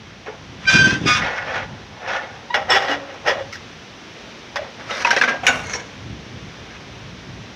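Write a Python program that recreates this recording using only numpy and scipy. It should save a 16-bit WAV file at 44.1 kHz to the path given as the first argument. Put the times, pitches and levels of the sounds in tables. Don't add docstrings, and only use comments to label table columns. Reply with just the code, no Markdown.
import sys
import numpy as np
from scipy import signal
from scipy.fft import rfft, irfft, next_fast_len
from scipy.io import wavfile
from scipy.ndimage import uniform_filter1d, minimum_filter1d, map_coordinates

SR = 44100
rng = np.random.default_rng(int(sys.argv[2]) if len(sys.argv) > 2 else 0)


def transcribe(signal):
    frames = np.atleast_2d(signal).T
    limited = np.clip(frames, -1, 1)
    pcm = np.round(limited * 32767).astype(np.int16)
    wavfile.write(sys.argv[1], SR, pcm)


def decibels_to_gain(level_db):
    exponent = np.asarray(level_db, float) / 20
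    return 10 ** exponent


N = 333286
T = np.arange(N) / SR

# crest_s, crest_db, rise_s, fall_s (rise and fall over 20 dB)
SURGES = [(.268, -32.5, 0.012, 0.11), (.655, -34, .1, .03), (.7, -15, 0.029, 0.29),
          (.876, -22, 0.013, 0.13), (1.079, -17, 0.025, 0.48), (1.26, -23.5, .25, 0.28),
          (1.39, -29, 0.17, .06), (1.48, -27.5, .06, 0.15), (1.56, -20.5, 0.11, 0.093),
          (1.63, -29.5, 0.12, 0.035), (2.157, -19.5, 0.15, 0.098), (2.212, -35, 0.068, 0.34),
          (2.086, -21.5, 0.025, 0.054), (2.558, -24.5, 0.014, 0.14), (2.714, -9, 0.024, .13),
          (2.766, -11, 0.043, 0.036), (2.83, -22.5, .06, 0.081), (2.915, -17, 0.11, 0.075),
          (3.15, -38.5, .45, 0.064), (3.283, -13, 0.032, 0.08), (3.39, -31, 0.098, 0.091),
          (4.6, -31, .05, 0.097), (4.8, -35.5, 0.019, 0.15), (4.9, -26.5, 0.023, 0.58),
          (5.028, -27, 0.1, 0.015), (5.35, -40, 0.53, .055), (5.46, -23.5, 0.023, .021),
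          (5.528, -22.5, 0.085, 0.19), (5.75, -29, 0.14, 0.089), (5.8, -43.5, .05, 0.28)]
# boom_re_mid_db, sizzle_re_mid_db
RUB_COLOUR = [
    (0.5, -18),
    (-11, -8.5),
    (-2.5, -19),
    (-0.5, -16),
    (-6, -7),
    (-3, -11.5),
    (-3, -2.5),
]
# centre_s, length_s, level_db
RUSTLES = [
    (0.11, 0.04, -45),
    (6.746, 0.027, -38),
]
# start_s, peak_db, brightness_db, t60_s
BLOWS = [(0.2624, -22, -6, 0.11), (0.659, -32.5, 12.5, 0.059), (0.6814, -10.5, -2, 0.017),
         (3.2625, -15, -7, 0.06), (2.3521, -24.5, -4, 0.077), (2.5429, -1.5, -2, 0.11),
         (2.692, -11, -5, 0.055), (2.777, -11, -5, 0.045), (3.526, -21, 9, 0.17), (3.5544, -24.5, 9, 0.091),
         (4.5582, -6, -1, 0.1), (4.8783, -25, 2, .08), (4.9775, -22, 2, .08), (5.089, -14, -3, .07),
         (5.574, -24, 6, .04), (5.619, -30, 12, .025), (5.66, -28, 12, .025), (2.7055, -14, 1, .05),
         (2.8953, -18, 0, .06), (3.1417, -28, 2, .05), (3.2734, -8, -2, .08), (3.288, -6, -3, .09),
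         (1.375, -22, -4, .08), (4.9077, -7.5, -6.5, 0.088), (5.0477, -6.5, -1.5, 0.13),
         (5.069, -7.5, -1.5, 0.11), (5.1062, 0.3, 2, 0.09), (5.1294, -6.5, -3, 0.15),
         (5.1645, 0.5, -3.5, 0.091), (5.184, -17.5, 8, 0.15), (5.2126, 4, -1, 0.073), (5.236, -3, -2, 0.12),
         (5.2765, -7, -7, 0.25), (5.2893, -9, 1, 0.08), (5.434, -14, -10.5, 0.16), (5.4666, 12, 3, 0.085),
         (5.4896, -5, -3, 0.15), (5.668, -24, 12, 0.034), (5.696, -14.5, 4.5, 0.076),
         (5.7344, -10.5, 3.5, 0.075), (5.7982, -22.5, 2, 0.11)]
EDGES_HZ = [1100, 4000]
# pitch_hz, width_hz, level_db
BENDING_MODES = [(858, 31, -7.5), (1443, 19, 8.5), (1768, 61, -2.5), (1947, 12, 6), (2164, 21, -3),
                 (2570, 42, -3), (2770, 28, -31), (3280, 29, -7)]
GRIPPED_MODES = [(696, 35, -17.5), (1003, 23, 6.5), (1240, 10, -32.5), (1783, 17, -14), (2706, 65, -6.5),
                 (3360, 98, -1.5), (3700, 140, -16.5), (5400, 25, -20), (5700, 450, -16), (6900, 15, -16),
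                 (6000, 17, -15.5), (9840, 27, -29.5)]
RELEASED_MODES = [(388, 43, -19.5), (556.7, 7.3, 2), (824, 25, -8), (1190, 30, -6), (1330, 30, -8),
                  (1612, 32, -12.5), (1903, 52, -0.5), (2590, 30, -10), (2880, 17, -7.5), (3410, 25, -4),
                  (4940, 28, -17), (5390, 15, -9), (7720, 8, -27), (10200, 20, -33), (14300, 200, -36)]
UNCLAMPED_MODES = [(255, 90, -13.5), (786, 40, -3), (983, 29, -13.5), (1580, 19, 3), (2000, 100, -12.5),
                   (2347, 82, -1.5), (3470, 36, -22), (3600, 50, -11.5), (4230, 40, -16), (4660, 50, -10.5),
                   (5820, 260, -20.5), (6200, 70, -13)]
DRAWN_MODES = [(680, 59, -13), (1480, 30, 9), (2260, 110, -2), (2773, 71, 3.5), (3430, 40, -18),
               (3700, 40, -4), (4360, 13, -7), (5680, 155, -4), (6780, 11, -3), (9300, 40, -30),
               (12200, 30, -34)]
FREED_MODES = [(470, 77, 0.5), (1003, 59, 4), (1640, 120, -6), (2177, 70, 6), (4250, 66, -8),
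               (5600, 49, -17), (5960, 72, -3.5), (6600, 100, -4)]
# frequency_hz, density_db (per Hz)
WASH = [(240, -21), (400, -10), (544, 3.5), (606, -3), (787, 3.5), (863, -4.5), (1250, 0), (1600, 3.5),
        (1830, 0.5), (2780, -4.5), (4480, -13.5), (5550, -8.5), (6890, -22), (7320, -37), (15800, -86.5)]
# start_s, pitch_hz, level_db, t60_s
RINGS = [(0.282, 429, -25, 0.12), (2.56, 620, -23, 0.3), (2.575, 790, -21.5, 0.25),
         (2.762, 786, -6.5, 0.12), (2.72, 388, -23, 0.5), (2.892, 284.6, -27, 0.64),
         (2.98, 550, -29.5, 0.48), (3.314, 551, -15, 0.13), (3.407, 545, -23, 0.2),
         (3.527, 2160, -29, 0.07), (3.555, 1580, -30, 0.04), (4.56, 579, -23.5, 0.24),
         (4.912, 3700, -31.5, 0.41), (5.05, 963, -11, 0.082), (5.072, 945, -13, 0.2),
         (5.048, 2550, -10.5, 0.05), (5.111, 1580, -8, 0.075), (5.214, 1650, 0, 0.042),
         (5.236, 1535, -6, 0.062), (5.278, 1613, -15, 0.32), (5.204, 250, -32.5, 0.97),
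         (5.469, 2910, 2, 0.032), (5.476, 1500, -12, 0.15), (5.49, 255, -26, 0.34),
         (5.735, 5600, -20, 0.15), (2.702, 5350, -15.5, 0.26), (2.746, 5530, -22, 0.11),
         (3.278, 5440, -23, .1), (.654, 2330, -23, .05), (3.262, 690, -20, .12), (3.277, 600, -13, .1),
         (3.28, 824, -17, .1), (3.285, 1860, -14, .08), (2.544, 1700, -14, .05), (2.546, 830, -16, .1),
         (3.355, 640, -22, .1), (3.38, 600, -24, .1), (2.7, 7730, -34, .3), (2.71, 3400, -18, .3),
         (4.562, 1100, -20, .06), (4.59, 620, -27, .2), (5.668, 9000, -38, .02), (5.165, 2600, -10, .04),
         (5.176, 1900, -14, .08), (5.13, 800, -18, .1), (4.96, 620, -26, .1), (1.375, 1480, -28, .1),
         (4.891, 1316, -27.5, 0.42)]
# time_s, level_db
SQUEAL_LOW = [(0.64, -84), (0.678, -22.5), (0.786, -23), (0.804, -19.5), (0.846, -18), (0.968, -34.5),
              (1.0, -47)]
SQUEAL_HIGH = [(0.64, -71), (0.677, -14), (0.69, -9), (0.79, -13), (0.84, -32), (0.94, -25.5), (1.0, -61)]
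# time_s, low_hz, high_hz
SQUEAL_HZ = [(.64, 1550, 2390), (.7, 1553, 2410), (.8, 1560, 2435), (.87, 1560, 2500), (1.0, 1553, 2640)]
# centre_s, length_s, low_tone_db, high_tone_db
BREAKS = [
    (0.72, 0.009, -6, -14),
    (0.754, .004, -2, -4),
    (0.781, 0.0022, -20, -5),
    (0.835, 0.0068, -6, -8),
    (0.884, 0.0074, -9, 6.5),
    (0.926, 0.0048, -31, 3),
]
# low_multiple, high_multiple, level_db
MIXING = [(1, 0, 5.5), (2, 0, -6.5), (3, 0, -11), (4, 0, -11), (5, 0, -29), (0, 1, -7.5), (0, 2, -18.5),
          (0, 3, -39.5), (1, 1, -16), (2, 1, -16)]
# time_s, pitch_hz, level_db
CHATTER = [(1.053, 1240, -29), (1.079, 1228, -18), (1.111, 1232, -12.5), (1.15, 1234, -13.5),
           (1.18, 1236, -18), (1.23, 1240, -23)]
# multiple, level_db
CHATTER_ORDERS = [(5, -3), (6, -6.5), (7, -13), (9, -7), (10, -2), (14, -11.5), (15, -9), (20, -3.5),
                  (22, -12.5), (25, -30), (26, -30), (31, -27)]
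# time_s, pitch_hz, level_db
SQUEAK = [(2.497, 975, -48), (2.508, 952, -20.5), (2.525, 980, -34), (2.535, 966, -25), (2.545, 960, -26)]
# multiple, level_db
SQUEAK_ORDERS = [(1, 0.5), (2, -7), (3, -17), (4, -18), (5, -25)]
# time_s, level_db
FLAP = [(0.65, -41), (0.718, -38), (0.738, -19.5), (0.818, -15.5), (1.028, -23), (1.088, -16.5),
        (1.16, -46), (1.255, -29), (1.3, -50)]
# pitch_hz, width_hz, level_db
FLAP_MODES = [(135, 89, -3), (196, 103, -1.5), (278, 83, -2), (394, 430, -13)]
# time_s, level_db
WIND = [(0.0, -41), (0.29, -44.5), (0.55, -38), (0.8, -29), (1.03, -36.5), (1.22, -30), (1.35, -43),
        (1.73, -34), (1.83, -44.5), (3.89, -45.5), (5.14, -45.5), (5.68, -33.5), (5.81, -43.5),
        (6.1, -35.5), (6.5, -38.5), (6.95, -39.5), (7.26, -35.5), (7.56, -40)]
# frequency_hz, density_db (per Hz)
RUMBLE = [(15, -64), (28, -20), (56, -3.5), (108, -1), (200, -7.5), (264, -11.5), (450, -24.5), (580, -64),
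          (990, -120)]
# time_s, level_db
HISS_LEVEL = [(0, -43), (.6, -41.5), (1.9, -41.5), (3.7, -39.5), (4.5, -39), (6, -39.5), (6.75, -40),
              (7.56, -40)]
# frequency_hz, density_db (per Hz)
HISS = [(120, -18), (200, 1), (300, -2), (520, -3), (860, -6.5), (1270, -7.5), (2100, -7), (3600, -9.5),
        (4450, -15), (5900, -14), (6600, -22.5), (7500, -34), (11200, -45.5), (15800, -49)]


def contacts():
    stage = np.searchsorted([.5, 1.2, 2.47, 4.8, 5.425, 5.65], T)
    push = rubbing(stage)
    for s, length, db in RUSTLES:
        push[0] += decibels_to_gain(db) * np.exp(-.5 * ((T - s) / length) ** 2)
    pressure_db = 1.3 * wobble(45)
    push *= decibels_to_gain(pressure_db - 3.0)
    add_blows(push)
    force = push * grit(rate=5000, spread_db=8.5, smooth=1.15)
    # modes, wash_db, top_octave_db
    bodies = [(BENDING_MODES, -7, 4), (GRIPPED_MODES, -7, 11), (BENDING_MODES, -7, 5), (RELEASED_MODES, -7, 26),
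              (UNCLAMPED_MODES, -8, -8), (DRAWN_MODES, -6, -3), (FREED_MODES, -5, 20)]
    ringing = sum(metal(force * (stage == k), *body) for k, body in enumerate(bodies))
    return flexing(ringing, patchy_db=1.5)


def rubbing(stage):
    firm_db = -24
    boom_lingers, sizzle_fades = 0.28, 0.23
    rounding = 1.19
    s, db, rise, fall = np.transpose(SURGES)[:, :, None]
    coarse = T[::32]
    since = coarse - s
    distance = np.where(since < 0, -since / np.abs(rise), since / np.abs(fall))
    power = np.sum(decibels_to_gain(db - 20 * distance ** rounding) ** 2, axis=0)
    level_db = np.interp(T, coarse, 10 * np.log10(power + 1e-12))
    lightness_db = firm_db - level_db
    boom_db, sizzle_db = uniform_filter1d(np.transpose(RUB_COLOUR)[:, stage], size=SR // 16)
    boom_db = boom_db + np.minimum(boom_lingers * lightness_db, 9)
    sizzle_db = sizzle_db - sizzle_fades * lightness_db
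    return decibels_to_gain([level_db, level_db + boom_db, level_db + sizzle_db])


def add_blows(push):
    boom_db, sizzle_db = -9.5, -9.5
    after = T[:SR // 2]
    crack = 1 + 0.41 * np.exp(-after / 0.001)
    for s, db, bright_db, t60 in BLOWS:
        life = np.clip(t60, .01, .5) * np.array([[1], [1.3], [.75]])
        share_db = np.array([[0], [boom_db - bright_db], [sizzle_db + bright_db]])
        decay_db = 60 * (after / life) ** 1.226
        blow = crack * decibels_to_gain(db - 13.5 + share_db - decay_db)
        start = round(s * SR)
        part = slice(start, start + len(after))
        push[:, part] = np.hypot(push[:, part], blow)


def grit(rate, spread_db, smooth):
    size_db = spread_db * rng.uniform(-1.3, 1, N)
    hits = (rng.random(N) < rate / SR) * decibels_to_gain(size_db) * rng.standard_normal(N)
    return unit(unit(hits) + smooth * rng.standard_normal(N))


def metal(force, modes, wash_db, top_db):
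    modes = [(c, w * (1 + (c / 4500) ** 2), db) for c, w, db in modes]
    busy = np.flatnonzero(force[0])
    m = next_fast_len(len(busy) + SR // 2)
    f = np.fft.rfftfreq(m, 1 / SR)
    top = top_db * np.clip((f - 7000) / 7000, 0, 1)
    body = resonances(modes, f) / (1 + (f / 11000) ** 4)
    body = body + decibels_to_gain(wash_db + along(WASH, f) + top)
    below = [1 / (1 + (f / edge) ** 12) for edge in EDGES_HZ]
    shares = body * np.array([below[1] - below[0], below[0], 1 - below[1]])
    shares /= np.sqrt(np.mean(np.abs(shares) ** 2, axis=1)[:, None])
    sound = irfft(np.sum(rfft(force[:, busy], m) * shares, axis=0), m)
    length = m - SR // 10
    out = np.zeros(N + m)
    out[busy[0]:][:length] = sound[:length]
    return out[:N]


def resonances(modes, f):
    return sum((-1) ** k * decibels_to_gain(db) * 1j * f * w / (c * c - f * f + 1j * f * w)
               for k, (c, w, db) in enumerate(modes))


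def flexing(x, patchy_db):
    z = signal.stft(x, nperseg=512)[2]
    field = uniform_filter1d(rng.standard_normal(z.shape), size=3, axis=0)
    field = uniform_filter1d(field, size=5, axis=1)
    return signal.istft(z * decibels_to_gain(patchy_db * unit(field) - .3), nperseg=512)[1][:N]


def rings():
    out, after = np.zeros(N), T[:SR // 2]
    shake = .00013 * wobble(450)
    onset = 1 - np.exp(-after / 0.0006)
    for s, hz, db, t60 in RINGS:
        part = slice(round(s * SR), round(s * SR) + len(after))
        phase = 2 * np.pi * hz * after + hz * shake[part]
        out[part] += decibels_to_gain(db - 60 * after / t60) * onset * np.sin(phase)
    return decibels_to_gain(2.5 * wobble(110)) * out


def squeal():
    low_hz, high_hz = curves(SQUEAL_HZ)
    low = turns(low_hz, drift_hz=8.7, rate=72)
    high = turns(high_hz, drift_hz=12, rate=200)
    low_db, high_db = curves(SQUEAL_LOW)[0], curves(SQUEAL_HIGH)[0]
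    for s, length, low_drop_db, high_drop_db in BREAKS:
        dip = np.exp(-.5 * ((T - s) / length) ** 2)
        low_db = low_db + low_drop_db * dip
        high_db = high_db + high_drop_db * dip
    out = np.zeros(N)
    for a, b, db in MIXING:
        a, b = round(a), round(b)
        level_db = (a * low_db + b * high_db) / (a + b)
        level_db += 0.11 * (a + b - 1) * (level_db + 12.0)
        level_db += db + 1.5 * np.sqrt(a + b) * wobble(130)
        out += decibels_to_gain(level_db + 6) * np.sin(a * low + b * high)
    return span(SQUEAL_LOW) * out


def chatter():
    return decibels_to_gain(1.2) * stack(CHATTER, CHATTER_ORDERS, 5, drift_hz=1.5, flutter_db=2.5, fade_db=7)


def squeak():
    return decibels_to_gain(1.0) * stack(SQUEAK, SQUEAK_ORDERS, 1, drift_hz=1.6, flutter_db=1.5, fade_db=6.0)


def stack(rows, orders, per, drift_hz, flutter_db, fade_db):
    hz, db = curves(rows)
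    phase = turns(hz / per, drift_hz, rate=64)
    age = np.abs(T - rows[0][0])
    tones = np.zeros(N)
    for k, level in orders:
        level_db = level + flutter_db * wobble(70) - fade_db * k * age
        tones += decibels_to_gain(level_db) * np.sin(round(k) * phase + k * k)
    return span(rows) * decibels_to_gain(db) * tones


def flap():
    jerks = grit(rate=140, spread_db=5.0, smooth=0.88)
    swing = filtered(jerks, lambda f: resonances(FLAP_MODES, f) / (1 + (f / 600) ** 2))
    return span(FLAP) * decibels_to_gain(curves(FLAP)[0] - 3.0) * unit(swing)


def wind():
    level_db = curves(WIND)[0] + 1.8 * wobble(9) + 1.5 * wobble(25)
    return decibels_to_gain(level_db) * coloured_noise(RUMBLE)


def distant_hiss():
    return decibels_to_gain(curves(HISS_LEVEL)[0] + 0.3 * wobble(4.86)) * coloured_noise(HISS)


def coloured_noise(spectrum):
    return unit(filtered(rng.standard_normal(N), lambda hz: decibels_to_gain(along(spectrum, hz))))


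def turns(hz, drift_hz, rate):
    return 2 * np.pi * np.cumsum(hz + drift_hz * wobble(rate)) / SR


def wobble(rate):
    coarse = T[::16]
    knots = rng.standard_normal(int(N * rate / SR) + 4)
    return np.interp(T, coarse, map_coordinates(knots, [coarse * rate]))


def filtered(x, response):
    m = next_fast_len(N + SR // 2)
    return irfft(rfft(x, m) * response(np.fft.rfftfreq(m, 1 / SR)), m)[..., :N]


def unit(x):
    return x / np.sqrt(np.mean(np.abs(x) ** 2) + 1e-20)


def along(points, hz):
    f, v = np.transpose(points)
    return np.interp(np.log(hz + 1), np.log(f + 1), v)


def curves(rows):
    s, *cols = np.transpose(rows)
    return [np.interp(T, s, c) for c in cols]


def span(rows):
    return np.clip(np.minimum(T - rows[0][0], rows[-1][0] - T) / .006, 0, 1)


def scene():
    work = contacts() + rings() + squeal() + chatter() + squeak() + flap()
    return (work + wind() + distant_hiss())[None]


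def band_limit(x):
    return signal.sosfilt(signal.butter(12, 16470, fs=SR, output="sos"), x)


def record(dry):
    ceiling, hold = .9, 180
    x = filtered(dry, lambda hz: (1j * hz / (45 + 1j * hz)) ** 2 * (hz < 15830))
    need = np.minimum(1, ceiling / (np.abs(x) + 1e-9))
    gain = uniform_filter1d(minimum_filter1d(need, size=2 * hold), size=hold)
    return band_limit(x * gain)


dry = scene()
out = record(dry)
transcribe(out)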